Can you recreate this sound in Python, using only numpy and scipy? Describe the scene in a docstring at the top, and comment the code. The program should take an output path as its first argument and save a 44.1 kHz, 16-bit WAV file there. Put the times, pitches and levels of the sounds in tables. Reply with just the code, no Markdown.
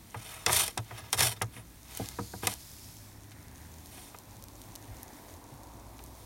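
"""Pizza peel at a wood-fired oven

Close to the oven mouth, one mono microphone. A thin metal peel is shoved twice under a pizza on the
gritty stone floor, knocks, and is drawn out. Blows cross the blade as bending waves, treble first.
Flour and crust rub with a dry hiss as the peel glides; the fire hisses steadily and crackles.
Outdoors a machine hums, and a distant car speeds up, changes gear and rolls past."""
import sys
import numpy as np
from scipy import signal
from scipy.fft import rfft, irfft, next_fast_len
from scipy.io import wavfile
from scipy.ndimage import map_coordinates

SR = 44100
rng = np.random.default_rng(int(sys.argv[2]) if len(sys.argv) > 2 else 0)


def write(x):
    x = np.atleast_2d(x).T
    wavfile.write(sys.argv[1], SR, np.round(np.clip(x, -1, 1) * 32767).astype(np.int16))


N = 275625
TIME = np.arange(N) / SR
RING_TIME = np.arange(SR // 2) / SR

# blade meets stone: start_s, relative_level_db, contact_cutoff_hz, weight_behind_blow_db
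KNOCKS = [(0.1423, -32.5, 1880, -38), (0.4616, -17.5, 8200, -33.5), (0.477, -26.5, 1300, -40),
          (0.4934, -22.5, 2430, -40), (0.5284, -21.5, 12000, -52), (0.6784, -28.5, 13200, -60),
          (0.7713, -30, 1366, -32), (0.7754, -27, 9100, -60), (0.907, -36.5, 1800, -40.5),
          (1.128, -19, 10800, -37), (1.2053, -17.5, 9900, -32.5), (1.2459, -29, 9000, -41),
          (1.4125, -25.5, 1930, -31), (1.4185, -25.5, 11700, -59), (1.564, -43.5, 2400, -42.5),
          (1.996, -32, 835, -34), (2.186, -29.5, 1460, -34), (2.335, -36.5, 1320, -43),
          (2.432, -33, 2090, -41.5), (2.47, -18.5, 12100, -42), (3.978, -47, 2500, -68),
          (4.1438, -42, 2380, -60), (5.991, -50.5, 2980, -63)]
# resonances of the blade: pitch_hz, width_hz, boost_db
BLADE_RESONANCES = [(337, 47, 9), (486, 58, 6), (718, 71, 9), (965, 62, 6.5), (1239, 62, 8.5),
                    (1617, 36, 5), (2037, 110, 5.5), (2530, 54, 6), (3290, 100, 5.5), (3583, 53, 7.5),
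                    (5430, 370, 3), (8490, 250, 5.5), (9670, 560, 9)]
# slow modes of the whole blade: pitch_hz, relative_level_db, t60_s
SLOW_MODES = [(91, -7, .18), (152, -2, .16), (190, -4, .16), (276, -2.5, .18), (317, 1.5, .24),
              (342, -3, .16), (479, -3, .14)]
# lifted with the pizza on it, the blade booms and flaps lower: travel_at_1khz_ms, modes_db, flap_hz
LYING, LIFTED = (3.0, -11.5, 111.7), (1.783, 2.6, 102)
LIFT_S = 1.8
# strokes over the stone: peak_s, friction_db, rise_s, fall_s, grit_share
STROKES = [(0.33, -44, 0.27, 0.19, 0.48), (0.485, -31.5, 0.027, 0.054, 0.22),
           (0.559, -22.5, 0.071, 0.13, 0.94), (0.94, -50.5, 0.13, 0.32, 0), (0.984, -44, 0.059, 0.02, 0.16),
           (1.139, -34, 0.022, 0.025, 0.9), (1.189, -25.5, 0.023, 0.033, 0.72),
           (1.234, -25, 0.046, 0.087, 0.83), (1.316, -36, 0.018, 0.02, 0.77),
           (1.368, -47.5, 0.017, 0.019, .05), (1.56, -49, 0.052, 0.072, 0.2),
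           (1.98, -48.5, 0.15, 0.27, 0.23), (2.443, -37.5, 0.025, 0.03, 0.5),
           (2.505, -37.5, .05, 0.057, .85), (3.99, -49.5, .14, 0.17, 0.9)]
# the blade squeaks as it is drawn back: peak_s, level_db, rise_s, fall_s
SQUEAKS = [(0.99, -51, .025, .018), (1.56, -51, 0.046, 0.069)]
# the loaded peel glides out on flour: time_s, level_db, lowest_resonance_hz
GLIDE_PATH = [(1.8, -80, 4420), (1.98, -53, 4440), (2.3, -50.5, 4540), (2.55, -55, 4950),
              (2.87, -54.5, 5225), (3.1, -61.5, 5320), (3.3, -73, 5240)]
# airy resonances of the glide: ratio_to_lowest, width_hz, relative_level_db
GLIDE_BANDS = [(1.001, 1380, 22.5), (1.48, 1800, 20), (2.001, 2500, 21), (2.65, 4000, 18)]
# fingers drag the dough: peak_s, level_db, rise_s, fall_s
DOUGH_DRAGS = [(3.45, -64.5, 0.61, 0.84), (5.12, -62.5, 0.62, 0.42)]
# soft handling bumps: start_s, relative_level_db, pitch_hz
BUMPS = [(1.023, -33.5, 106), (1.279, -30, 110), (1.362, -38, 110), (3.322, -47, 115), (4.884, -38, 109),
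         (4.909, -36, 58.3), (5.33, -39, 84), (5.519, -39.5, 135)]
# dry hiss swells over the fire's steady hiss: flour and crust rubbing as the peel glides,
# then fainter swells: peak_s, level_db, rise_s, fall_s
HISS_SWELLS = [(1.98, -45.5, 0.17, 0.2), (2.62, -50.5, 0.94, 0.69), (3.9, -56, 0.7, 0.64),
               (4.75, -56.5, 0.34, 0.5), (5.2, -54, 0.46, 0.29), (6.25, -56, 0.5, .3)]
# embers and crumbs snap: start_s, peak_db, centre_hz, t60_s
EMBER_SNAPS = [(1.973, -17.5, 12900, 0.024), (2.059, -25.5, 5000, .01), (2.088, -17, 6760, 0.00068),
               (2.539, -18, 8000, .003), (3.318, -37.5, 2470, 0.063), (3.8593, -31.5, 6500, .011),
               (4.187, -26, 9000, 0.0091), (4.368, -33.5, 8000, .005), (4.425, -29, 7000, 0.0084),
               (4.4398, -25, 9000, .003), (4.4847, -29.5, 6050, .0024), (4.6169, -30, 6950, 0.017),
               (4.7542, -25, 6000, 0.022), (4.7589, -23.5, 5980, 0.012), (5.0315, -22, 13900, .006),
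               (5.634, -32, 8200, .005), (5.9918, -32.5, 2480, .01), (6.0396, -27, 14000, .0032)]
# the car gains revs steadily in each gear: start_s, firing_hz, climb_hz_per_s
GEARS = [(0, 45.5, 8.9), (3.999, 46.46, 5.9)]
# its exhaust note comes and goes: peak_s, level_db, rise_s, fall_s
EXHAUST_SWELLS = [(2.15, -51.5, 1.2, 1), (3.72, -51.5, 0.68, 0.43), (4.55, -60, .4, 1),
                  (5.95, -50.5, 0.55, 0.56)]
# the machine's hum swells: peak_s, level_db, rise_s, fall_s
HUM_SWELLS = [(3.25, -54.5, 0.77, .5), (4.6, -55, 0.86, .8), (6.2, -57.5, 1.4, .5)]
# tone colours: frequency_hz, gain_db
SHEET_SPECTRUM = [(60, -19), (150, 0), (220, -18), (350, -8), (700, -2.5), (1400, -2.5), (3000, -1.5),
                  (8000, -2.5), (16000, -1)]  # thin metal radiating
GRIT_SPECTRUM = [(100, -31), (220, -11), (310, -2), (430, -6.5), (900, -3), (2000, 1), (5000, 3.5),
                 (9500, 3.5), (13000, 0.5), (16000, -4.5)]  # grit biting
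RUB_SPECTRUM = [(100, 18), (300, -0.5), (900, 3.5), (2300, 4.5), (5000, -4), (10000, -13.5), (16000, -7)]  # light rubbing
ROAR_SPECTRUM = [(20, -16), (45, 4), (100, 3), (170, -2.5), (280, -3.5), (450, -16), (1000, -17),
                 (2500, -22), (6000, -53)]  # the fire's low roar
HISS_SPECTRUM = [(800, -37), (1500, -3), (2200, 1), (2900, -3), (3600, 2.5), (6500, 0), (9000, 3.5),
                 (12000, -0.5), (16000, 4.5)]  # fine, dry hiss
CRACKLE_SPECTRUM = [(300, -16), (1500, -13), (3500, 12), (6500, 16.5), (12000, 9), (16000, -32)]  # tiny ember ticks
TYRE_SPECTRUM = [(120, -20), (280, 8), (450, -3), (650, 0.5), (1000, 1), (1300, -11), (2000, -22),
                 (4000, -42)]  # tyres from afar
MICROPHONE_RESPONSE = [(4200, -1.5), (4900, -2.5), (5600, 0), (7100, -1.5), (7900, -4), (8700, -2),
                       (9800, -3), (10500, -4.5), (11300, 1), (16000, -5.5)]  # ripple of the port
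BAND_LIMIT_HZ = 15950


def knocks(chirp_gain_db=24, ring_rise_s=0.002, flap_lag_s=0.016, flap_rise_s=0.0057, flap_t60_s=0.13):
    """Close up, each blow sends a falling chirp through the blade, rings it and sets it flapping."""
    out, hz = np.zeros(N), np.fft.rfftfreq(8192, 1 / SR)
    body = blade(hz)
    for start_s, level_db, cutoff_hz, weight_db in KNOCKS:
        travel_ms, modes_db, flap_hz = LYING if start_s < LIFT_S else LIFTED
        # a soft contact lasts longer and has no treble
        contact = signal.freqs(*signal.butter(4, 1, analog=True), hz / cutoff_hz)[1]
        chirp = irfft(body * contact * bending_wave(hz, travel_ms, t60_s=.075, echo=0.76))
        add(out, start_s, amp(level_db + chirp_gain_db) * chirp / np.linalg.norm(chirp))
        for mode_hz, mode_db, t60_s in SLOW_MODES:
            # every blow meets the modes a little differently
            strength_db, detune = rng.normal([0, 1], [2, .012])
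            mode = ring(mode_hz * detune, t60_s, ring_rise_s, rng.random())[:round(t60_s * SR)]
            add(out, start_s, amp(weight_db + modes_db + mode_db + strength_db) * mode)
        # the slowest wave arrives last: the blade flaps against its handle
        add(out, start_s + flap_lag_s, 2 * amp(weight_db) * ring(flap_hz, flap_t60_s, flap_rise_s))
    return out


def blade(hz):
    """The metal sheet radiates broadly, with its resonances standing out."""
    peaks = [1 + (amp(db) - 1) * 1j * hz * width / (centre ** 2 - hz ** 2 + 1j * hz * width)
             for centre, width, db in BLADE_RESONANCES]
    return np.prod(peaks, axis=0) * colour(SHEET_SPECTRUM, hz)


def bending_wave(hz, travel_ms, t60_s, echo, count=70):
    """A wave and its echoes from the blade's edges; travel time, given at 1 kHz, goes as 1 / sqrt(hz)."""
    detour_s = np.append(0, (np.arange(count) + rng.random(count)) / count * t60_s * .7)
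    strength = np.append(1, echo * rng.standard_normal(count)) * amp(-60 * detour_s / t60_s)
    strength = (strength / np.linalg.norm(strength)).astype(np.float32)
    dispersion = 4 * np.pi * np.sqrt(1000 * hz)
    phase = np.outer(travel_ms / 1000 + detour_s, dispersion).astype(np.float32)
    return strength @ np.cos(phase) - 1j * (strength @ np.sin(phase))


def scrape(judder_db=2, flap_db=-20, light_ring=0.7, contacts=3):
    """Tiny slips over grit shake the blade; under pressure they bite, brighten and make it ring."""
    powers = np.array([swell(*shape) for *shape, grit in STROKES])
    friction = powers.sum(axis=0)
    grit_shares = np.array([grit for *shape, grit in STROKES])
    bite = np.clip(grit_shares @ powers / friction, 0, 1)
    force = np.sqrt(friction) * amp(judder_db * wobble(110))
    hz = np.fft.rfftfreq(8192, 1 / SR)
    body = blade(hz)
    gritty = body * colour(GRIT_SPECTRUM, hz)
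    light = (light_ring * body + (1 - light_ring) * colour(SHEET_SPECTRUM, hz)) * colour(RUB_SPECTRUM, hz)
    out = amp(flap_db) * force * noise([(50, -30), (85, 9), (112, -8), (150, -15), (250, -47)])
    # the load wanders between a few contact points, each with its own echoes
    loads = np.array([amp(6.8 * wobble(14)) for _ in range(contacts)])
    for load in loads / np.linalg.norm(loads, axis=0):
        path = bending_wave(hz, travel_ms=2.5, t60_s=.07, echo=0.34)
        biting = (bite, gritty, grains(per_s=900, spread_db=2))
        rubbing = (1 - bite, light, grains(per_s=2500, spread_db=4.5))
        for share, tone, slips in (biting, rubbing):
            drive = force * load * np.sqrt(share) * unit(slips)
            response = irfft(path * tone)
            out += signal.oaconvolve(drive, response / np.linalg.norm(response))[:N]
    return out


def oven_dome(sound, t60_s=0.065, wet_db=-14):
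    """The small brick dome around the blade answers briefly."""
    bricks = [(200, 5.5), (2000, -10.0), (12000, -5)]
    tail = filtered(rng.standard_normal(len(RING_TIME)), lambda hz: colour(bricks, hz))
    tail *= amp(-60 * RING_TIME / t60_s) * (RING_TIME > .003)
    return sound + amp(wet_db) * signal.fftconvolve(sound, tail / np.linalg.norm(tail))[:N]


def squeak():
    """Steel on dry stone gives a faint, ragged squeal."""
    return swells(SQUEAKS) * amp(3.4 * wobble(80)) * noise_band(centre_hz=10200, width_hz=900)


def glide():
    """The peel slides out on flour with a swish that rises in pitch."""
    level_db, lowest_hz = curves(GLIDE_PATH)
    swish = sum(amp(db) * noise_band(ratio * lowest_hz, width) for ratio, width, db in GLIDE_BANDS)
    return amp(level_db + 0.73 * wobble(25)) * unit(swish)


def dough_drag():
    """Fingers drag the dough softly over the metal."""
    return swells(DOUGH_DRAGS) * amp(wobble(18)) * noise_band(centre_hz=1850, width_hz=700)


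def bumps(gain_db=10.5):
    """The hand shifts the dough and nudges the peel."""
    out = np.zeros(N)
    for start_s, level_db, pitch_hz in BUMPS:
        add(out, start_s, amp(level_db + gain_db) * ring(pitch_hz, t60_s=0.11, rise_s=0.026))
    return out


def fire_and_flour(roar_db=-54, steady_hiss_db=-55.5, crackle_over_hiss_db=-10, embers=3):
    """The fire roars, hisses and crackles; hiss and ticks swell as flour and crust rub in the glide."""
    hiss_level = swells(HISS_SWELLS, steady_hiss_db)
    roar = amp(roar_db + wobble(8.3)) * noise(ROAR_SPECTRUM)
    hiss = hiss_level * amp(wobble(15)) * noise(HISS_SPECTRUM)
    ticks = sum(signal.oaconvolve(grains(per_s=45, spread_db=6), unit(burst(t60_s=0.0018)))[:N]
                for _ in range(embers))
    crackle = unit(filtered(ticks, lambda hz: colour(CRACKLE_SPECTRUM, hz)))
    return roar + hiss + hiss_level * amp(crackle_over_hiss_db) * crackle


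def ember_snaps(break_db=18):
    """Embers and crumbs snap: one sharp break and a brief rattle, in a broad band."""
    out = np.zeros(N)
    for start_s, peak_db, centre_hz, t60_s in EMBER_SNAPS:
        rattle = burst(t60_s)
        crack = rattle + amp(break_db) * signal.unit_impulse(len(rattle))
        band = lambda hz: (hz < BAND_LIMIT_HZ) * (1j * hz / (centre_hz + 1j * hz) ** 2) ** 2
        snap = filtered(np.pad(crack, (8, 0)), band)
        add(out, start_s, amp(peak_db) * snap / np.abs(snap).max())
    return out


def distant_car(octave_db=-9, tyres_db=-52, pass_s=5.53, nearest_m=12.2, speed_m_per_s=13.7):
    """Out on the street an exhaust note climbs in each gear; the tyres are loudest when nearest."""
    firing_hz = np.zeros(N)
    for start_s, hz, climb_hz_per_s in GEARS:
        firing_hz = np.where(TIME >= start_s, hz + climb_hz_per_s * (TIME - start_s), firing_hz)
    phase = 2 * np.pi * np.cumsum(firing_hz) / SR + 0.56 * wobble(8.6)
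    note = unit(np.sin(phase) + amp(octave_db) * np.sin(2 * phase))
    exhaust = swells(EXHAUST_SWELLS) * amp(wobble(5.2)) * note
    nearness = nearest_m / np.hypot(nearest_m, speed_m_per_s * (TIME - pass_s))
    tyres = nearness * amp(tyres_db + 0.44 * wobble(4.875)) * noise(TYRE_SPECTRUM)
    return exhaust + tyres


def machine_hum(pitch_hz=103, steady_db=-72):
    """In the background a machine holds one wavering note."""
    level = swells(HUM_SWELLS, steady_db) * amp(wobble(3))
    return level * unit(np.sin(2 * np.pi * pitch_hz * TIME + 0.22 * wobble(4.1)))


def swell(peak_s, level_db, rise_s, fall_s, drop_db=20):
    """Power of one movement, drop_db down at rise_s before its peak and fall_s after."""
    away = (TIME - peak_s) / np.where(TIME < peak_s, rise_s, fall_s)
    return 10 ** ((level_db - drop_db * np.minimum(away ** 2, 10)) / 10)


def swells(rows, steady_db=-np.inf):
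    """Gain of several swells over a steady level."""
    return np.sqrt(amp(steady_db) ** 2 + sum(swell(*row) for row in rows))


def ring(pitch_hz, t60_s, rise_s, phase_turns=0):
    """One vibration that builds up and decays."""
    envelope = (1 - np.exp(-RING_TIME / rise_s)) * amp(-60 * RING_TIME / t60_s)
    return envelope * np.sin(2 * np.pi * (pitch_hz * RING_TIME + phase_turns))


def burst(t60_s):
    """50 ms of decaying noise."""
    return rng.standard_normal(SR // 20) * amp(-60 * RING_TIME[:SR // 20] / t60_s)


def grains(per_s, spread_db):
    """Impulses at random moments, with log-normal sizes."""
    out = np.zeros(N)
    hit = rng.random(N) < per_s / SR
    size = rng.standard_normal(N, dtype=np.float32)[hit]
    out[hit] = amp(spread_db * np.clip(size, -2.2, 2.2)) * np.sign(rng.random(N)[hit] - .5)
    return out


def noise(spectrum):
    """Coloured noise of rms 1."""
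    return unit(filtered(rng.standard_normal(N), lambda hz: colour(spectrum, hz)))


def noise_band(centre_hz, width_hz):
    """Noise of rms 1 in a resonance whose centre may move."""
    spread = filtered(rng.standard_normal(N), lambda hz: 1 / (1 + (hz / (width_hz * 0.53)) ** 2))
    return unit(spread * np.sin(2 * np.pi * np.cumsum(centre_hz * np.ones(N)) / SR))


def wobble(knots_per_s, step=16):
    """A smooth random curve of rms near 1."""
    knots = rng.standard_normal(int(N * knots_per_s / SR) + 4)
    return np.interp(TIME, TIME[::step], map_coordinates(knots, [TIME[::step] * knots_per_s]))


def curves(rows):
    """One value per sample for each column after the time."""
    time_s, *columns = np.transpose(rows)
    return [np.interp(TIME, time_s, column) for column in columns]


def colour(points, hz):
    """Gain through (frequency_hz, gain_db) points on a log axis."""
    frequency_hz, gain_db = np.transpose(points)
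    return amp(np.interp(np.log(hz + 1), np.log(frequency_hz), gain_db))


def filtered(x, response):
    """Pass x through a complex frequency response."""
    size = next_fast_len(len(x) + SR // 2, True)
    return irfft(rfft(x, size) * response(np.fft.rfftfreq(size, 1 / SR)), size)[:len(x)]


def add(track, start_s, x):
    """Mix x into the track."""
    part = track[round(start_s * SR):][:len(x)]
    part += x[:len(part)]


def amp(db):
    """Decibels to gain."""
    return 10 ** (np.asarray(db) / 20)


def unit(x):
    """Scale to rms 1."""
    return x / np.sqrt(np.mean(x ** 2) + 1e-20)


def scene():
    """From the oven mouth, in mono: peel in front, fire behind it, street far off."""
    peel = oven_dome(knocks() + scrape()) + glide() + dough_drag() + bumps()
    return (peel + fire_and_flour() + ember_snaps() + distant_car() + machine_hum() + squeak())[None]


def record(dry):
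    """The microphone port ripples the treble; nothing is kept above the band limit."""
    microphone = lambda hz: colour(MICROPHONE_RESPONSE, hz) * (hz < BAND_LIMIT_HZ)
    return np.array([filtered(channel, microphone) for channel in dry])


dry = scene()
out = record(dry)
write(out)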